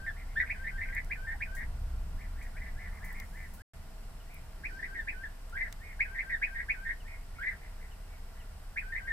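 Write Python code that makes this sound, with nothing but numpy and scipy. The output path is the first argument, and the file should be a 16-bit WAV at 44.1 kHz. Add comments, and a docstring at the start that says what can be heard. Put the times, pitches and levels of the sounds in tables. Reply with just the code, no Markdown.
"""Bee-eaters call from a tree in rolling phrases of whips, yelps and soft low whistles; others answer
from afar. Each syllable is one gliding tone, shaken by the syrinx and scattered by trunk and branches.
A small bird chips faintly, and a few dry ticks and brushes sound close by. Wind rumbles under a faint
hiss, and everything drops out for a moment a little before the middle."""
import sys
import numpy as np
from scipy import signal
from scipy.fft import rfft, irfft, next_fast_len
from scipy.io import wavfile
from scipy.ndimage import uniform_filter1d

SR = 44100
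rng = np.random.default_rng(int(sys.argv[2]) if len(sys.argv) > 2 else 0)


def transcribe(signal):
    """Save signal, clipped to [-1, 1], as a 16-bit WAV file at the path in sys.argv[1]."""
    frames = np.atleast_2d(signal).T
    limited = np.clip(frames, -1, 1)
    pcm = np.round(limited * 32767).astype(np.int16)
    wavfile.write(sys.argv[1], SR, pcm)


N = 402191
TIME = np.arange(N) / SR
DROPOUT_START_S, DROPOUT_END_S = 3.62, 3.735


def bee_eaters(direct_db=-5, branches_db=-4, grove_db=-21, far_direct_db=-3, far_grove_db=-6):
    """Near birds come straight and off the branches; far ones carry more of the grove's echo."""
    flutter, roll = syrinx_flutter(), band_noise(59, 0.43)
    near, far = np.zeros((2, N))
    near_db, depth_db = -39.5, 21  # calls softer than near_db recede, fully far depth_db lower
    voices = [(call, np.clip((near_db - call[-1]) / depth_db, 0, 1)) for call in calls()]
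    voices += [(call, 0) for call in linking_whistles()] + [(call, 1) for call in far_flock()]
    for (shape, start, length, pitch_hz, level_db), distance in voices:
        stretch = rng.integers(N - SR) + np.arange(SR // 2)  # every syllable shakes in its own way
        tone = syllable(shape, length, pitch_hz, level_db, flutter[stretch], roll[stretch])
        add(near, start, np.sqrt(1 - distance) * tone)
        add(far, start, np.sqrt(distance) * tone)
    near, far = throat(near), throat(far)
    direct = amp(direct_db) * near + amp(far_direct_db) * far
    right_lag_s = np.where(TIME < DROPOUT_START_S, .00003, .00011)  # later birds sit further left
    return (np.array([direct, np.interp(TIME - right_lag_s, TIME, direct)])
            + amp(branches_db) * scatter(near, t60=0.079, delay=0.0029)
            + amp(grove_db) * scatter(near, t60=0.42, delay=0.005)
            + amp(far_grove_db) * scatter(far, t60=0.36, delay=0.0049))


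# Syllable contours. Each row: share of the length, pitch factor, level in dB, flutter from 0 to 1.
WHIP_SHAPE = [(0, .58, -21, .15), (.13, .69, -8, .4), (.27, 0.9, 2, 0.46), (.38, 0.96, 1.5, 0.36),
              (.49, 1.01, -4, 0.15), (.6, .97, -19, .3), (.8, .74, -17.5, .45), (1, .59, -20, .15)]
PRRUP_SHAPE = [(0, .66, -8.5, 0.054), (.12, .74, -8.5, .05), (.26, .84, -7.5, 0.1), (.29, .97, -3, 0.89),
               (.43, .93, -9.5, 0.45), (.55, 1.02, 4.5, 0.42), (.72, .97, -9, 0.45), (.86, .9, -14, 0.98),
               (1, .8, -22, 0.95)]
BURR_SHAPE = [(0, 1.02, -18, .7), (.12, .96, -6.5, .55), (.26, .95, -2, .5), (.42, .96, -9, .55),
              (.6, .99, 0, .6), (.74, .98, -2.5, .75), (.84, .98, -8, .75), (1, .88, -24, .7)]
YELP_SHAPE = [(0, .87, -16.5, .7), (.13, .81, -4.5, .45), (.36, 0.77, -13.5, .3), (.53, .89, 6, 0.45),
              (.64, 0.93, -1.5, .3), (.74, 1, -7.5, 0.85), (.85, 0.98, -15.5, .7), (1, 0.65, -11, 0.29)]
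YAP_SHAPE = [(0, .72, -19.5, 0), (.15, .89, -5, 0.13), (.27, .93, -2.5, 0.31), (.39, 0.93, -12, 0),
             (.49, 1, -4.5, .45), (.63, 1, 0.5, .55), (.78, 0.98, -12, 0.76), (1, 0.76, -16, 0.99)]
SLUR_SHAPE = [(0, 1.08, -8, 0.99), (.14, 1.05, 3.5, 0.59), (.35, 1.03, 0, .4), (.6, .99, 7, .2),
              (.8, 0.89, -9, 0.22), (1, 0.77, -14, 0.38)]
TRILL_SHAPE = [(0, .78, -17, 0.083), (.2, .86, -4, 0.099), (.27, 1, -1.5, 0.57), (.55, 1.01, -2, 0.7),
               (.8, .98, 0.5, 0.5), (1, 0.83, -16.5, 1)]
# Sharp whips and single rolled "prrup" calls. Each row: start in seconds, level in dB.
WHIPS = [(.487, -27.5), (1.097, -27.5), (1.4, -28.5), (2.192, -51.5), (2.397, -51), (2.552, -49.5),
         (4.632, -30), (5.067, -27.5), (5.991, -22), (6.413, -21.5), (6.682, -23), (8.757, -25.5)]
PRRUPS = [(2.535, -46.5), (3.575, -46), (5.525, -28.5), (7.385, -27.5)]
# Burrs that close a phrase. 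Each row: start in seconds, pitch in Hz, level in dB.
BURRS = [(.918, 2042, -30.5), (1.262, 1877, -33.5), (1.56, 1965, -34.5), (6.543, 1950, -30.5),
         (6.846, 1910, -29.5)]
# Yelps, one loud yap, falling slurs and answering trills.
# Each row: start in seconds, length in seconds, pitch in Hz, level in dB.
YELPS = [(.636, 0.072, 2265, -32), (0.773, 0.083, 2263, -32), (4.785, 0.093, 2180, -33.5),
         (6.146, .087, 2332, -28), (8.915, 0.086, 2267, -30)]
YAPS = [(0.354, .086, 1950, -23)]
SLURS = [(.061, 0.053, 1755, -36.5), (4.943, 0.093, 1812, -39), (5.23, 0.046, 1728, -41.5),
         (6.294, .08, 1860, -32), (9.068, 0.082, 1800, -35)]
TRILLS = [(.145, .1, 2090, -50.5), (0.444, 0.075, 2100, -45.5), (.83, 0.084, 2150, -46.5),
          (2.164, 0.12, 2020, -55.5), (2.345, .15, 1943, -54), (2.646, 0.056, 2024, -48.5),
          (2.758, .14, 2008, -46.5), (2.894, .11, 2087, -54), (3.001, .13, 2005, -45.5),
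          (3.114, .13, 2130, -46.5), (3.321, 0.16, 2022, -48.5), (4.273, .13, 2366, -54),
          (5.796, .15, 2170, -48), (7.045, .13, 2195, -48.5)]
WHIP_S = .072


def calls(whip_hz=2517, hz_per_db=3.5, usual_db=-27, burr_s=.087, prrup_s=.16, prrup_hz=2025):
    """The phrases as (shape, start, length, pitch, level); louder whips are a little higher."""
    score = [(WHIP_SHAPE, s, WHIP_S, whip_hz + hz_per_db * (db - usual_db), db) for s, db in WHIPS]
    score += [(BURR_SHAPE, s, burr_s, hz, db) for s, hz, db in BURRS]
    score += [(PRRUP_SHAPE, s, prrup_s, prrup_hz, db) for s, db in PRRUPS]
    for shape, rows in (YELP_SHAPE, YELPS), (YAP_SHAPE, YAPS), (SLUR_SHAPE, SLURS), (TRILL_SHAPE, TRILLS):
        score += [(shape, *row) for row in rows]
    return score


def linking_whistles(max_gap_s=.13, end_hz=1601, rise_hz_per_s=1145, flutter=.04):
    """Soft whistles dip, then rise into the next syllable; the longer the gap, the deeper and softer."""
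    ends = [0]  # the first phrase is already under way
    ends += [s + WHIP_S for s, _ in WHIPS] + [s + length for s, length, *_ in YELPS]
    for start, *_ in YELPS + BURRS + SLURS:
        gap = min(start - end for end in ends if end < start)
        if gap < max_gap_s:
            dip = 1 - rise_hz_per_s * gap / end_hz
            shape = [(0, dip + (1 - dip) / 4, 0, flutter), (.2, dip, 0, flutter), (1, 1, -1.5, flutter)]
            level_db = -42 - 18 * gap
            yield shape, start - gap, gap, end_hz, level_db


# The voice's harmonics. Each row: multiple of the pitch, level in dB.
HARMONICS = [(1, -2), (2, -29), (3, -28.5)]


def syllable(shape, length, pitch_hz, level_db, flutter, roll, swing=0.16, throb=0.68, roll_db=5):
    """One gliding tone; the syrinx flutters in pitch and strength together, which adds side bands."""
    t = np.arange(int(length * SR)) / SR
    share, *columns = np.transpose(shape)
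    glide, contour_db, depth = (np.interp(t / length, share, column) for column in columns)
    hz = pitch_hz * glide * (1 + swing * depth * flutter[:len(t)])
    phase = 2 * np.pi * np.cumsum(hz) / SR
    reedy_db = 4 - 15 * depth  # steady tones are reedier than fluttering ones
    tone = sum(amp(db + reedy_db * (k > 1)) * np.sin(k * phase) for k, db in HARMONICS)
    pulsing = np.exp(throb * depth * np.roll(flutter, 40)[:len(t)])  # trails pitch by a quarter cycle
    rolling = amp(roll_db * depth * roll[:len(t)])  # slower, uneven surges give the rolled "r"
    fade = np.clip(np.minimum(t, length - t) / 0.002, 0, 1)
    return np.sqrt(2) * amp(level_db + contour_db) * pulsing * rolling * fade * tone


def syrinx_flutter(rate_hz=250):
    """The syrinx's fast, ragged shake: its rate wanders, and slower random lurches ride on it."""
    turns = np.cumsum(rate_hz * (1 + .17 * band_noise(70, 1))) / SR
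    return .88 * np.sin(2 * np.pi * turns) + .24 * band_noise(100, .5)


# The colour of throat and beak. Each row: frequency in Hz, gain in dB.
THROAT_EQ = [(1100, -14), (1450, -3), (1750, 2), (2400, -3.5), (2750, -13.5), (3200, 1), (3700, 0.5),
             (4200, -9.5), (5600, -13), (7000, -26)]


def throat(voice):
    """Throat and beak pass the fundamental and dull the high overtones."""
    size = next_fast_len(N + 4096)
    gain = amp(curve_at(THROAT_EQ, np.fft.rfftfreq(size, 1 / SR)))
    return irfft(rfft(voice, size) * gain, size)[:N]


def scatter(sound, t60, delay):
    """Trunks and branches return many small, dying reflections, different at each ear."""
    t = np.arange(SR // 2) / SR
    taps = rng.choice([-1., 1.], (2, len(t))) * (rng.random((2, len(t))) < .1)
    taps *= amp(-60 * t / t60) * np.clip(t / delay - 1, 0, 1)
    taps /= np.linalg.norm(taps, axis=1, keepdims=True)
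    return signal.fftconvolve(sound[None], taps, axes=1)[:, :N]


# Bouts of distant trilling. Each row: start in seconds, end in seconds, level in dB.
FLOCK_BOUTS = [(0.263, .7, -54.5), (7.311, 7.7, -53), (7.783, 8.45, -55.5)]


def far_flock(every_s=.28, loose_s=.012, length_s=.09, pitch_hz=2074, spread=.045, vary_db=2):
    """Faint trills at a loose, even pace, each at its own pitch and strength."""
    cues = [(s, db) for start, end, db in FLOCK_BOUTS for s in np.arange(start, end, every_s)]
    for start, db in cues:
        late, high, loud = rng.standard_normal(3)
        hz = pitch_hz * (1 + spread * high)
        yield TRILL_SHAPE, start + loose_s * late, length_s, hz, db + vary_db * loud


# A small bird's chips. Each row: start in seconds, level in dB.
CHIPS = [(4.198, -61), (6.999, -57.5), (7.912, -59), (8.397, -59)]


def small_bird(length_s=.045, top_hz=3126, fall_hz_per_s=19000, peak_s=.0081, grove_db=-7):
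    """Thin, pure chips slide quickly down and echo briefly in the grove."""
    chips, t = np.zeros(N), np.arange(int(length_s * SR)) / SR
    tone = np.sin(2 * np.pi * np.cumsum(top_hz - fall_hz_per_s * t) / SR)
    envelope = t / peak_s * np.exp(1 - t / peak_s)
    for start, level_db in CHIPS:
        add(chips, start, amp(level_db) * envelope * tone)
    return chips + amp(grove_db) * scatter(chips, t60=0.11, delay=.004)


# Dry ticks. Each row: start in seconds, level in dB, centre in Hz, width in octaves.
TICKS = [(0.95, -45.5, 11100, .8), (1.046, -50.5, 7500, 1.3), (3.128, -48, 12000, .5),
         (3.2, -39.5, 9000, 4.6), (4.344, -48, 13000, 0.6), (5.497, -53, 7060, 1.4),
         (5.726, -38, 1900, 2.3)]
# Light brushes. Each row: start in seconds, level in dB, centre in Hz.
BRUSHES = [(1.55, -50.5, 9500), (2.425, -58, 8060), (3.045, -51.5, 12600), (3.536, -53.5, 12500)]


def ticks_and_brushes(tick_decay_s=.0026, brush_decay_s=.03, brush_octaves=.88):
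    """Dry puffs of coloured noise: ticks die at once, brushes linger."""
    out, t = np.zeros((2, N)), np.arange(8192) / SR
    puffs = [(*row, tick_decay_s) for row in TICKS]
    puffs += [(*row, brush_octaves, brush_decay_s) for row in BRUSHES]
    for start, level_db, centre_hz, octaves, decay_s in puffs:
        puff = band_pass(rng.standard_normal((2, len(t))), centre_hz, octaves)
        add(out, start, amp(level_db) * unit_rms(puff) * np.exp(-t / decay_s))
    return out


# Soft swells of wind, murmur and rustle, and one brief, faint hoot.
# Each row: peak time in seconds, level in dB, half width in seconds, centre in Hz, width in octaves.
SWELLS = [(1.94, -39.5, 0.28, 44, 0.57), (1.36, -54, 0.016, 830, 0.12), (3.05, -61, .24, 1000, 0.37),
          (3.2, -58.5, 0.43, 156, 0.53), (3.32, -67, 0.44, 8900, .7), (4.86, -62.5, 0.44, 246, 0.66),
          (4.76, -68, 0.16, 4890, 0.21), (3.95, -59.5, 0.77, 101, 0.86)]
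# How centred swells and beds sound. Each row: frequency in Hz, left-right likeness from 0 to 1.
EAR_LIKENESS = [(60, 1), (130, 0.79), (290, 0.39), (640, 0.68), (1410, 0.47), (3100, .25), (6800, 0.096),
                (15000, 0.057)]


def swells():
    """Bands of noise that rise and sink again; the low ones are more alike at both ears."""
    out = np.zeros((2, N))
    for peak_s, level_db, width_s, centre_hz, octaves in SWELLS:
        likeness = curve_at(EAR_LIKENESS, centre_hz)
        mid = np.sqrt((1 + likeness) / 2) * band_noise(centre_hz, octaves)
        side = np.sqrt((1 - likeness) / 2) * band_noise(centre_hz, octaves)
        envelope = np.exp(-((TIME - peak_s) / width_s) ** 2)
        out += amp(level_db) * envelope * np.array([mid + side, mid - side])
    return out


# The wind's rise and fall. Each row: time in seconds, level in dB.
WIND_LEVEL = [(0, -42.5), (1.5, -41.5), (1.65, -38.5), (2.9, -42.5), (3.5, -46), (4.3, -47.5), (5.7, -45),
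              (9.1, -46.5)]
# The colours of three noise beds. Each row: frequency in Hz, relative density in dB.
RUMBLE_SPECTRUM = [(8.8, -27), (15, -4.5), (40, -5.5), (73, -8.5), (123, -21.5), (194, -23), (330, -37),
                   (430, -65), (730, -120)]
AIR_SPECTRUM = [(180, -17.5), (300, -5.5), (345, -15), (383, -4), (446, -3), (525, -4.5), (566, -13),
                (603, -3), (642, 1), (761, -3), (1100, -5.5), (1270, -9), (1320, -33), (1350, -3),
                (1760, -18.5), (2970, -120)]
HISS_SPECTRUM = [(710, -23.5), (1200, -9.5), (1440, -4), (1680, -5.5), (1930, -4), (2320, -8.5), (2840, -8),
                 (3490, -12.5), (5200, -10), (6590, -16.5), (8010, -10), (9620, -15.5), (11700, -14),
                 (14800, -19), (15800, -38)]


def wind(usual_db=-44, rumble_db=-2, air_db=-61.5, hiss_db=-67.5):
    """Wind rumbles over a deep drone; the murmur of open air and the hiss follow it a little."""
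    wind_db = np.interp(TIME, *np.transpose(WIND_LEVEL))
    gust_db = wind_db - usual_db
    bass = amp(rumble_db) * noise_bed(RUMBLE_SPECTRUM) + drone()
    hiss = amp(hiss_db + 0.045 * gust_db) * noise_bed(HISS_SPECTRUM, above_hz=5000)
    air = amp(air_db + 0.27 * gust_db) * noise_bed(AIR_SPECTRUM)
    return amp(wind_db) * bass + air + hiss


def drone(pitch_hz=28.2, waver=0.092, swell_db=2):
    """A very low tone that drifts in pitch and strength."""
    turns = np.cumsum(pitch_hz * (1 + waver * band_noise(3.42, 0.73))) / SR
    return np.sqrt(2) * amp(swell_db * band_noise(8.3, 0.33)) * np.sin(2 * np.pi * turns)


# The panning of the beds. Each row: frequency in Hz, left minus right in dB.
BED_PAN = [(60, 0.5), (110, -1.5), (200, 0), (380, -1.5), (700, -1), (1290, -1.5), (2380, 1.0), (4400, 1.5),
           (8120, -0.5), (15000, -4.5)]


def noise_bed(spectrum, above_hz=0, right_lag_s=.00008):
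    """Coloured stereo noise, centred in the bass; its mid signal has rms 1 above above_hz."""
    size = next_fast_len(N)
    hz = np.fft.rfftfreq(size, 1 / SR)
    mid, side = rfft(rng.standard_normal((2, size))) * amp(curve_at(spectrum, hz))
    likeness, pan_db = curve_at(EAR_LIKENESS, hz), curve_at(BED_PAN, hz)
    mid *= np.sqrt((1 + likeness) / 2)
    side *= np.sqrt((1 - likeness) / 2)
    left = (mid + side) * amp(pan_db / 2)
    right = (mid - side) * amp(-pan_db / 2) * np.exp(-2j * np.pi * hz * right_lag_s)
    mid_rms = np.std(irfft(mid * (hz >= above_hz), size)[:N])
    return irfft([left, right], size)[:, :N] / mid_rms


def band_noise(centre_hz, octaves):
    """Noise in a bell-shaped band, rms 1."""
    return unit_rms(band_pass(rng.standard_normal(next_fast_len(N)), centre_hz, octaves)[:N])


def band_pass(x, centre_hz, octaves):
    """A bell-shaped filter on an octave scale."""
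    size = x.shape[-1]
    hz = np.fft.rfftfreq(size, 1 / SR) + 1
    return irfft(rfft(x) * np.exp(-.5 * (np.log2(hz / centre_hz) / octaves) ** 2), size)


def amp(db):
    """Decibels to gain."""
    return 10 ** (np.asarray(db) / 20)


def unit_rms(x):
    """Scales to rms 1."""
    return x / np.sqrt(np.mean(x ** 2) + 1e-20)


def curve_at(points, hz):
    """Reads a curve on a log-frequency axis."""
    point_hz, value = np.transpose(points)
    return np.interp(np.log(hz + 1), np.log(point_hz + 1), value)


def add(mix, start_s, sound):
    """Mixes a sound in at its start time."""
    part = mix[..., max(round(start_s * SR), 0):][..., :sound.shape[-1]]
    part += sound[..., :part.shape[-1]]


def scene():
    """Birds and small close noises over the wind."""
    return bee_eaters() + small_bird() + ticks_and_brushes() + swells() + wind()


def record(dry):
    """The sound drops out briefly, and the highest treble is cut."""
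    audible = (TIME < DROPOUT_START_S) | (TIME > DROPOUT_END_S)
    gate = uniform_filter1d(audible.astype(float), size=64)
    low_pass = signal.firwin(511, cutoff=15850, window=("kaiser", 9), fs=SR)
    return signal.oaconvolve(dry * gate, low_pass[None], "same")


dry = scene()
out = record(dry)
transcribe(out)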